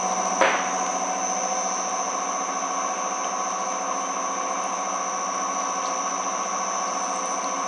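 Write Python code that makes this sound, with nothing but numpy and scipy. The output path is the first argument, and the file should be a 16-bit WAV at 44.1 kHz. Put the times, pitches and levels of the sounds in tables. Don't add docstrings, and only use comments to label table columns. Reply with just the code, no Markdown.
import sys
import numpy as np
from scipy import signal
from scipy.fft import rfft, irfft, next_fast_len
from scipy.io import wavfile
from scipy.ndimage import uniform_filter1d, minimum_filter1d, map_coordinates

SR = 44100
rng = np.random.default_rng(int(sys.argv[2]) if len(sys.argv) > 2 else 0)


def persist_wave(psi):
    counts = np.round(np.clip(psi, -1, 1) * 32767).astype(np.int16)
    wavfile.write(sys.argv[1], SR, np.atleast_2d(counts).T)


N = 338247

# shaft_multiple, level_db
GEAR_TONES = [(13, -49.6), (14, -52.6), (16, -58), (17, -58), (20, -59), (22, -57), (26, -55), (27, -57),
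              (39, -52), (40, -55), (45, -52), (46, -56), (47, -51), (48, -46.5), (49, -50), (50, -52),
              (51, -41.5), (52, -37.3), (57, -54), (64, -51), (65, -49), (70, -42), (72, -53), (73, -51),
              (74, -53), (75, -51), (76, -46), (77, -39.6), (78, -35), (79, -48), (80, -54), (81, -52),
              (83, -52), (84, -53), (85, -54), (86, -54), (89, -53), (107, -60)]
# shaft_multiple, beside_barrel_db, in_shadow_db
GEAR_LOBES = [(13, 3.5, 0.5), (51, 1, 1.5), (52, 1.5, 4.5), (64, 5, 2), (65, 5, 2), (70, 4, 3),
              (77, -10, 1), (78, -3, -8.5)]
# pitch_hz, level_db
HUM_TONES = [(112.4, -79), (119.8, -72), (279.3, -53), (342.5, -58), (360, -60.5), (460.3, -54.5),
             (466, -55.5), (519.5, -44), (592.8, -57.5), (666.7, -49), (669.5, -49.5), (755, -50),
             (757.4, -53), (853.5, -54.5), (1025.3, -50.5), (1040.3, -48), (1154, -52), (1530, -54),
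             (1585.4, -56.5), (2148, -61.5), (2314.8, -54.3), (2352, -59.5), (2654, -61.5), (3548, -70.5),
             (3612, -65.5)]
# frequency_hz, density_db_per_hz
RATTLE_SPECTRUM = [(25, -99), (110, -88.5), (155, -86), (185, -70.5), (450, -68), (520, -63.5),
                   (650, -67.5), (1250, -57.5), (1370, -67), (2000, -74), (3000, -77), (4300, -86.5),
                   (5000, -99.5)]
# centre_hz, width_hz, lift_db
HOUSING_MODES = [(686, 208, 9), (1046, 120, 9), (1520, 29, 5), (2136, 176, 7.5), (2310, 82, 8),
                 (2693, 505, 6.5), (3067, 52, 8.5), (3743, 360, 8.5)]
# supply_multiple, level_db, reflected_share, node_cm, node_spacing_cm
WHINE_SIDEBANDS = [(-5, -47.7, .58, 4.7, 6.55), (-1, -39.8, .36, 4.15, 5.9), (1, -38.1, .23, 1.68, 8.5),
                   (5, -39.2, .61, 1.68, 12.24)]
# pitch_hz, level_db, reflected_share, node_cm, node_spacing_cm
IRON_TONES = [(5451.9, -49.2, .36, 1, 9.8), (5629.6, -53.3, .44, 3.1, 6.6), (5799.8, -51.5, .3, 3.8, 5.5),
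              (6373.2, -52, .35, 1, 5.4), (6550.8, -52.5, .55, 12.8, 26)]
# frequency_hz, density_db_per_hz
HISS_SPECTRUM = [(5050, -82.5), (5400, -78), (5500, -73.5), (5900, -73), (6200, -68.5), (6500, -72.5),
                 (6640, -80.5), (7100, -93.5), (8000, -88), (9000, -86), (10000, -97)]
# time_s, gain_db
MOTOR_LEVEL = [(0, 1), (.85, 1), (1.14, 0), (1.27, 1.5), (2.1, 0.6), (4.9, -0.5), (5.6, 0), (6.6, 1.3),
               (7.67, -1)]
# time_s, outer_sidebands_db, inner_sidebands_db
WHINE_COLOUR = [(0, -3, -2), (.7, -1.5, 1), (.95, 0, 1.5), (1.16, -7, 0), (1.25, 2.5, -1),
                (1.65, 1.5, -4.5), (2.1, -3, -3)]
# start_s, gain_db
BLOWS = [(0.4126, 5.6), (0.422, 4.9)]
# frequency_hz, gain_db
THUD_SPECTRUM = [(30, -34.5), (130, -15.5), (300, -8.5), (550, -3.5), (1200, -6), (2200, -10),
                 (3500, -19.5), (5200, -29.5), (10000, -37.5)]
# delay_s, reflected_share
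REFLECTIONS = [(.0031, .8), (.0383, .45)]
# pitch_hz, width_hz, gain_db
STRUCK_MODES = [(342, 80, -9.5), (539, 5.8, 7), (554, 17, -6), (602, 66, -8.5), (660, 8.6, -10),
                (973, 12, -1), (1190, 4, 0), (1690, 4, 1), (2137, 4, 1.5)]
# start_s, level_db, pitch_hz, width_hz
LOUD_CRACKS = [(.123, -36, 3500, 2500), (.256, -40, 4000, 1500), (.2565, -46, 8200, 2500),
               (.865, -28.5, 2300, 2200), (.914, -44, 6300, 4000), (1.531, -38, 2900, 500),
               (1.895, -48, 8500, 2500), (3.2445, -31, 2950, 400), (4.6397, -39, 9700, 1500),
               (5.3537, -45.5, 9900, 1300), (5.826, -38, 2950, 900), (5.858, -32, 4200, 1000),
               (5.865, -35.5, 3700, 2000), (5.881, -45, 7900, 1500), (6.236, -37, 3350, 800),
               (6.433, -39, 3100, 1200), (6.881, -37, 4650, 900), (7.1608, -35, 7950, 1200),
               (7.2578, -37, 9400, 2200), (7.4425, -42.5, 9200, 3500), (7.4435, -32.5, 4250, 700)]
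# centre_s, spread_s, crack_level_db, pitch_hz
CAKE_CRUNCHES = [(5.86, .022, -44, 3900), (7.32, .012, -51, 8500)]
# centre_s, half_length_s, gain_db
CAKE_RASPS = [(1.72, .2, -1), (3.632, 0.14, -1.5), (5.634, 0.081, 1.5)]
# frequency_hz, gain_db
SIZZLE_SPECTRUM = [(2500, -3.5), (4500, 3), (6800, -9.0), (8000, 2.5), (10000, -5.0)]
RASP_SPECTRUM = [(1500, -15), (3800, 8.5), (4800, 7.5), (7000, -6), (10000, -7.5)]
# frequency_hz, t60_s
ROOM_DECAY = [(150, 0.98), (500, 0.75), (1500, 0.75), (3000, 0.77), (9000, 0.54)]
# time_s, travel_cm
MIC_PATH = [(0, 0), (.5, 1.2), (1.2, 5.3), (2.4, 9.86), (4.9, 11), (5.4, 13.67), (7.67, 16.8)]

SHAFT_HZ, SPEED_SWING_HZ, GEAR_RATIO = 14.337, .015, 23.5
CARRIER_HZ, SUPPLY_HZ = 6001.4, 29.54


def gearbox(tight_spot_turns=.75, clatter_lag_turns=.67, tones_db=-.5, rattle_db=-4.5):
    _, beside, shadow = mic_position()
    turn = shaft_turns() - tight_spot_turns + .00051 * wobble(9)
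    tones = amp(tones_db) * gear_tones(turn, beside, shadow)
    rattle = noise(housing) * amp(rattle_db + .47 * wobble(30))
    sound = tones + rattle + tooth_errors(turn) + screw_groan(turn)
    drone = filtered(sound, lambda hz: 1 / (1 + (hz / 880) ** 16))
    mesh = filtered(sound - drone, lambda hz: 1 / (1 + (hz / 1400) ** 16))
    clatter = sound - drone - mesh
    drone_db = 4.5 * beside + .5 * np.cos(2 * np.pi * turn)
    mesh_db = -3 * shadow + .66 * np.sin(2 * np.pi * turn)
    clatter_db = beside + .5 * np.cos(2 * np.pi * (turn - clatter_lag_turns))
    return amp(drone_db) * drone + amp(mesh_db) * mesh + amp(clatter_db) * clatter + hum()


def gear_tones(turn, beside, shadow, waver_db=1.3):
    multiples, levels_db = np.transpose(GEAR_TONES)
    stray = (multiples > 14) & (levels_db < -44)
    lags = .005 * np.maximum(multiples - 50, 0) ** 2 + stray * rng.random(len(multiples))
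    lobe_db = {k: side_db * beside + shade_db * shadow for k, side_db, shade_db in GEAR_LOBES}
    return sum(tone(k * turn - lag, db + lobe_db.get(k, 0) + waver_db * wobble(2.78))
               for k, db, lag in zip(multiples, levels_db, lags))


def tooth_errors(turn, lift_db=2.5, scatter_db=2.0, size=8192):
    multiples = np.arange(12, 170)
    db = housing(multiples * SHAFT_HZ) + lift_db + scatter_db * rng.standard_normal(len(multiples))
    comb = np.zeros(size // 2 + 1, complex)
    comb[multiples] = amp(db) * np.exp(2j * np.pi * rng.random(len(multiples)))
    comb[[round(k) for k, _ in GEAR_TONES]] = 0
    one_turn = irfft(comb) * size / np.sqrt(2)
    return np.interp(turn % 1, np.arange(size) / size, one_turn)


def housing(hz):
    lift_db = sum(db * np.exp(-(2 * (hz - centre) / width) ** 2) for centre, width, db in HOUSING_MODES)
    return along(RATTLE_SPECTRUM, hz) + lift_db - 20 * np.log10(1 + (hz / 5600) ** 12)


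def screw_groan(turn, pitch_hz=271.0, level_db=-46.0, slack_db=-16):
    screw_turn = turn / GEAR_RATIO
    slack = (.5 + .5 * np.cos(2 * np.pi * screw_turn)) ** 3
    return tone(pitch_hz * np.arange(N) / SR, level_db + slack_db * slack)


def shaft_turns():
    screw_turn = SHAFT_HZ / GEAR_RATIO * np.arange(N) / SR
    return np.cumsum(SHAFT_HZ + SPEED_SWING_HZ * np.cos(2 * np.pi * screw_turn)) / SR


def motor(whine_db=1.5, shadow_db=-3, waver_db=1.5, iron_waver_db=3.0, twist_cycles=.14):
    t = np.arange(N) / SR
    travel_cm, beside, shadow = mic_position()
    outer_db, inner_db = curves(WHINE_COLOUR)
    whine = np.zeros(N)
    for k, db, *wave in WHINE_SIDEBANDS:
        cycles = (CARRIER_HZ + k * SUPPLY_HZ) * t + twist_cycles * abs(k)
        colour_db = outer_db if abs(k) > 1 else inner_db
        level_db = db + whine_db + colour_db + waver_db * wobble(12)
        whine += standing_wave(cycles, level_db, travel_cm, *wave)
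    iron = sum(standing_wave(hz * t + rng.random(), db + iron_waver_db * wobble(3.4), travel_cm, *wave)
               for hz, db, *wave in IRON_TONES)
    gain_db, = curves(MOTOR_LEVEL)
    return amp(gain_db) * (amp(shadow_db * shadow) * (whine + iron) + switching_hiss(beside))


def standing_wave(cycles, db, travel_cm, share, node_cm, spacing_cm):
    wave = 1 - share * np.exp(2j * np.pi * (travel_cm - node_cm) / spacing_cm)
    return np.abs(wave) * tone(cycles + np.angle(wave) / (2 * np.pi), db)


def switching_hiss(beside, gain_db=-.5, beside_db=1.5):
    def density(hz):
        skirts = (1 + (4900 / (hz + 1)) ** 16) * (1 + (hz / 7200) ** 30)
        return along(HISS_SPECTRUM, hz) - 20 * np.log10(skirts)
    return noise(density) * amp(gain_db + beside_db * beside)


def bang(level_db=22, direct_db=-3.5, ring_db=13, room_db=9.0):
    def modes(f):
        return sum(amp(db) * resonance(f, hz, width) for hz, width, db in STRUCK_MODES)
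    sound = np.zeros(N)
    for start_s, gain_db in BLOWS:
        thud = amp(level_db + gain_db) * sharp_impulse(THUD_SPECTRUM)
        blow = np.pad(thud, (round(start_s * SR), N))[:N]
        knock = blow + filtered(blow, lambda f: resonance(f, hz=1000, width_hz=880) ** 2)
        direct = knock + sum(share * np.roll(knock, round(s * SR)) for s, share in REFLECTIONS)
        ring = filtered(blow, modes)
        spread = filtered(blow, lambda f: resonance(f, hz=1620, width_hz=4000))
        sound += amp(direct_db) * direct + amp(ring_db) * ring + amp(room_db) * workshop(spread)
    return sound


def hulls(faint_per_s=1.6, cracks_per_crunch=12, splinters=2, splinter_db=-11, gap_s=.0025, room_db=-8):
    def small_crack(start_s, db, hz, width_hz=1200):
        level_db = db + 2 * rng.standard_normal()
        pitch_hz = hz * np.exp(.28 * rng.standard_normal())
        return start_s, level_db, pitch_hz, width_hz
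    crunches = [small_crack(centre_s + spread_s * rng.standard_normal(), db, hz)
                for centre_s, spread_s, db, hz in CAKE_CRUNCHES for _ in range(cracks_per_crunch)]
    faint = [small_crack(rng.random() * N / SR, db=-48.5, hz=4200)
             for _ in range(round(faint_per_s * N / SR))]
    sound = np.zeros(N + SR)
    for start_s, level_db, pitch_hz, width_hz in LOUD_CRACKS + crunches + faint:
        snap = amp(level_db) * crack(pitch_hz, width_hz)
        for k in range(splinters + 1):
            sound[round(start_s * SR):][:len(snap)] += amp(splinter_db * k) * snap
            start_s += gap_s * (.5 + rng.random())
    return sound[:N] + amp(room_db) * workshop(sound[:N])


def crack(pitch_hz, width_hz, size=4096):
    snap = irfft(resonance(np.fft.rfftfreq(size, 1 / SR), pitch_hz, width_hz) ** 2)
    return snap / np.linalg.norm(snap) * np.sqrt(.002 * SR)


def seeds(crumble_s=7.12, rise_s=.17, fall_s=.29, crumble_db=5.5, beside_db=5, grain_db=1.5):
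    t = np.arange(N) / SR
    _, beside, _ = mic_position()
    since_s = t - crumble_s
    crumble = np.exp(-(since_s / np.where(since_s < 0, rise_s, fall_s)) ** 2)
    sizzle = noise(lambda hz: along(SIZZLE_SPECTRUM, hz) - 95)
    sizzle *= amp(beside_db * beside + crumble_db * crumble)
    rasp = noise(lambda hz: along(RASP_SPECTRUM, hz) - 94)
    rasp *= sum(amp(db) * np.exp(-((t - s) / half_s) ** 2) for s, half_s, db in CAKE_RASPS)
    return (sizzle + rasp) * amp(grain_db * wobble(60))


def hum(waver_db=2.25):
    t = np.arange(N) / SR
    return sum(tone(hz * t + rng.random(), db + waver_db * wobble(4.04)) for hz, db in HUM_TONES)


def workshop(x, build_up_s=.0075):
    hz, t, spectrum = signal.stft(rng.standard_normal(SR), SR, nperseg=256)
    decay = amp(-60 * t / along(ROOM_DECAY, hz)[:, None])
    onset = 1 - np.exp(-t / build_up_s)
    _, tail = signal.istft(spectrum * decay * onset, SR, nperseg=256)
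    return signal.fftconvolve(x, tail / np.linalg.norm(tail))[:N]


def mic_position(nozzle_cm=10.6, shadow_cm=5.8, shadow_width_cm=2.3):
    travel_cm, = curves(MIC_PATH)
    beside = np.maximum(1 - travel_cm / nozzle_cm, 0)
    shadow = np.exp(-((travel_cm - shadow_cm) / shadow_width_cm) ** 2)
    return travel_cm, beside, shadow


def amp(db):
    return 10 ** (np.asarray(db) / 20)


def along(points, hz):
    f, values = np.transpose(points)
    return np.interp(np.log(hz + 1), np.log(f + 1), values)


def curves(rows):
    time_s, *columns = np.transpose(rows)
    return [np.interp(np.arange(N) / SR, time_s, column) for column in columns]


def wobble(knots_per_s):
    coarse = np.linspace(0, N, num=2048)
    knots = rng.standard_normal(size=512)
    smooth = map_coordinates(knots, [coarse * knots_per_s / SR], mode="wrap")
    return np.interp(np.arange(N), coarse, smooth)


def filtered(x, response):
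    size = next_fast_len(N + SR // 2)
    return irfft(rfft(x, size) * response(np.fft.rfftfreq(size, 1 / SR)), size)[:N]


def noise(density):
    return filtered(rng.standard_normal(N), lambda hz: amp(density(hz)) * np.sqrt(SR / 2))


def resonance(f, hz, width_hz):
    return 1j * f * width_hz / (hz * hz - f * f + 1j * f * width_hz)


def sharp_impulse(spectrum, size=4096):
    gain = amp(along(spectrum, np.fft.rfftfreq(size, 1 / SR)))
    cepstrum = irfft(np.log(gain))
    cepstrum[1:size // 2] *= 2
    cepstrum[size // 2 + 1:] = 0
    return irfft(np.exp(rfft(cepstrum)))


def tone(cycles, db):
    return np.sqrt(2) * amp(db) * np.cos(2 * np.pi * cycles)


def scene():
    return (gearbox() + motor() + seeds() + bang() + hulls())[None]


def gain_control(x, ceiling_db=-3, recovery_db_per_s=18, smooth_samples=89):
    excess_db = np.maximum(20 * np.log10(np.abs(x) + 1e-9) - ceiling_db, 0)
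    ramp_db = recovery_db_per_s * np.arange(N) / SR
    gain_db = ramp_db - np.maximum.accumulate(excess_db + ramp_db)
    held_db = minimum_filter1d(gain_db, smooth_samples)
    return x * amp(uniform_filter1d(held_db, smooth_samples))


def record(dry):
    return filtered(gain_control(dry[0]), lambda hz: hz < 10170)[None]


dry = scene()
out = record(dry)
persist_wave(out)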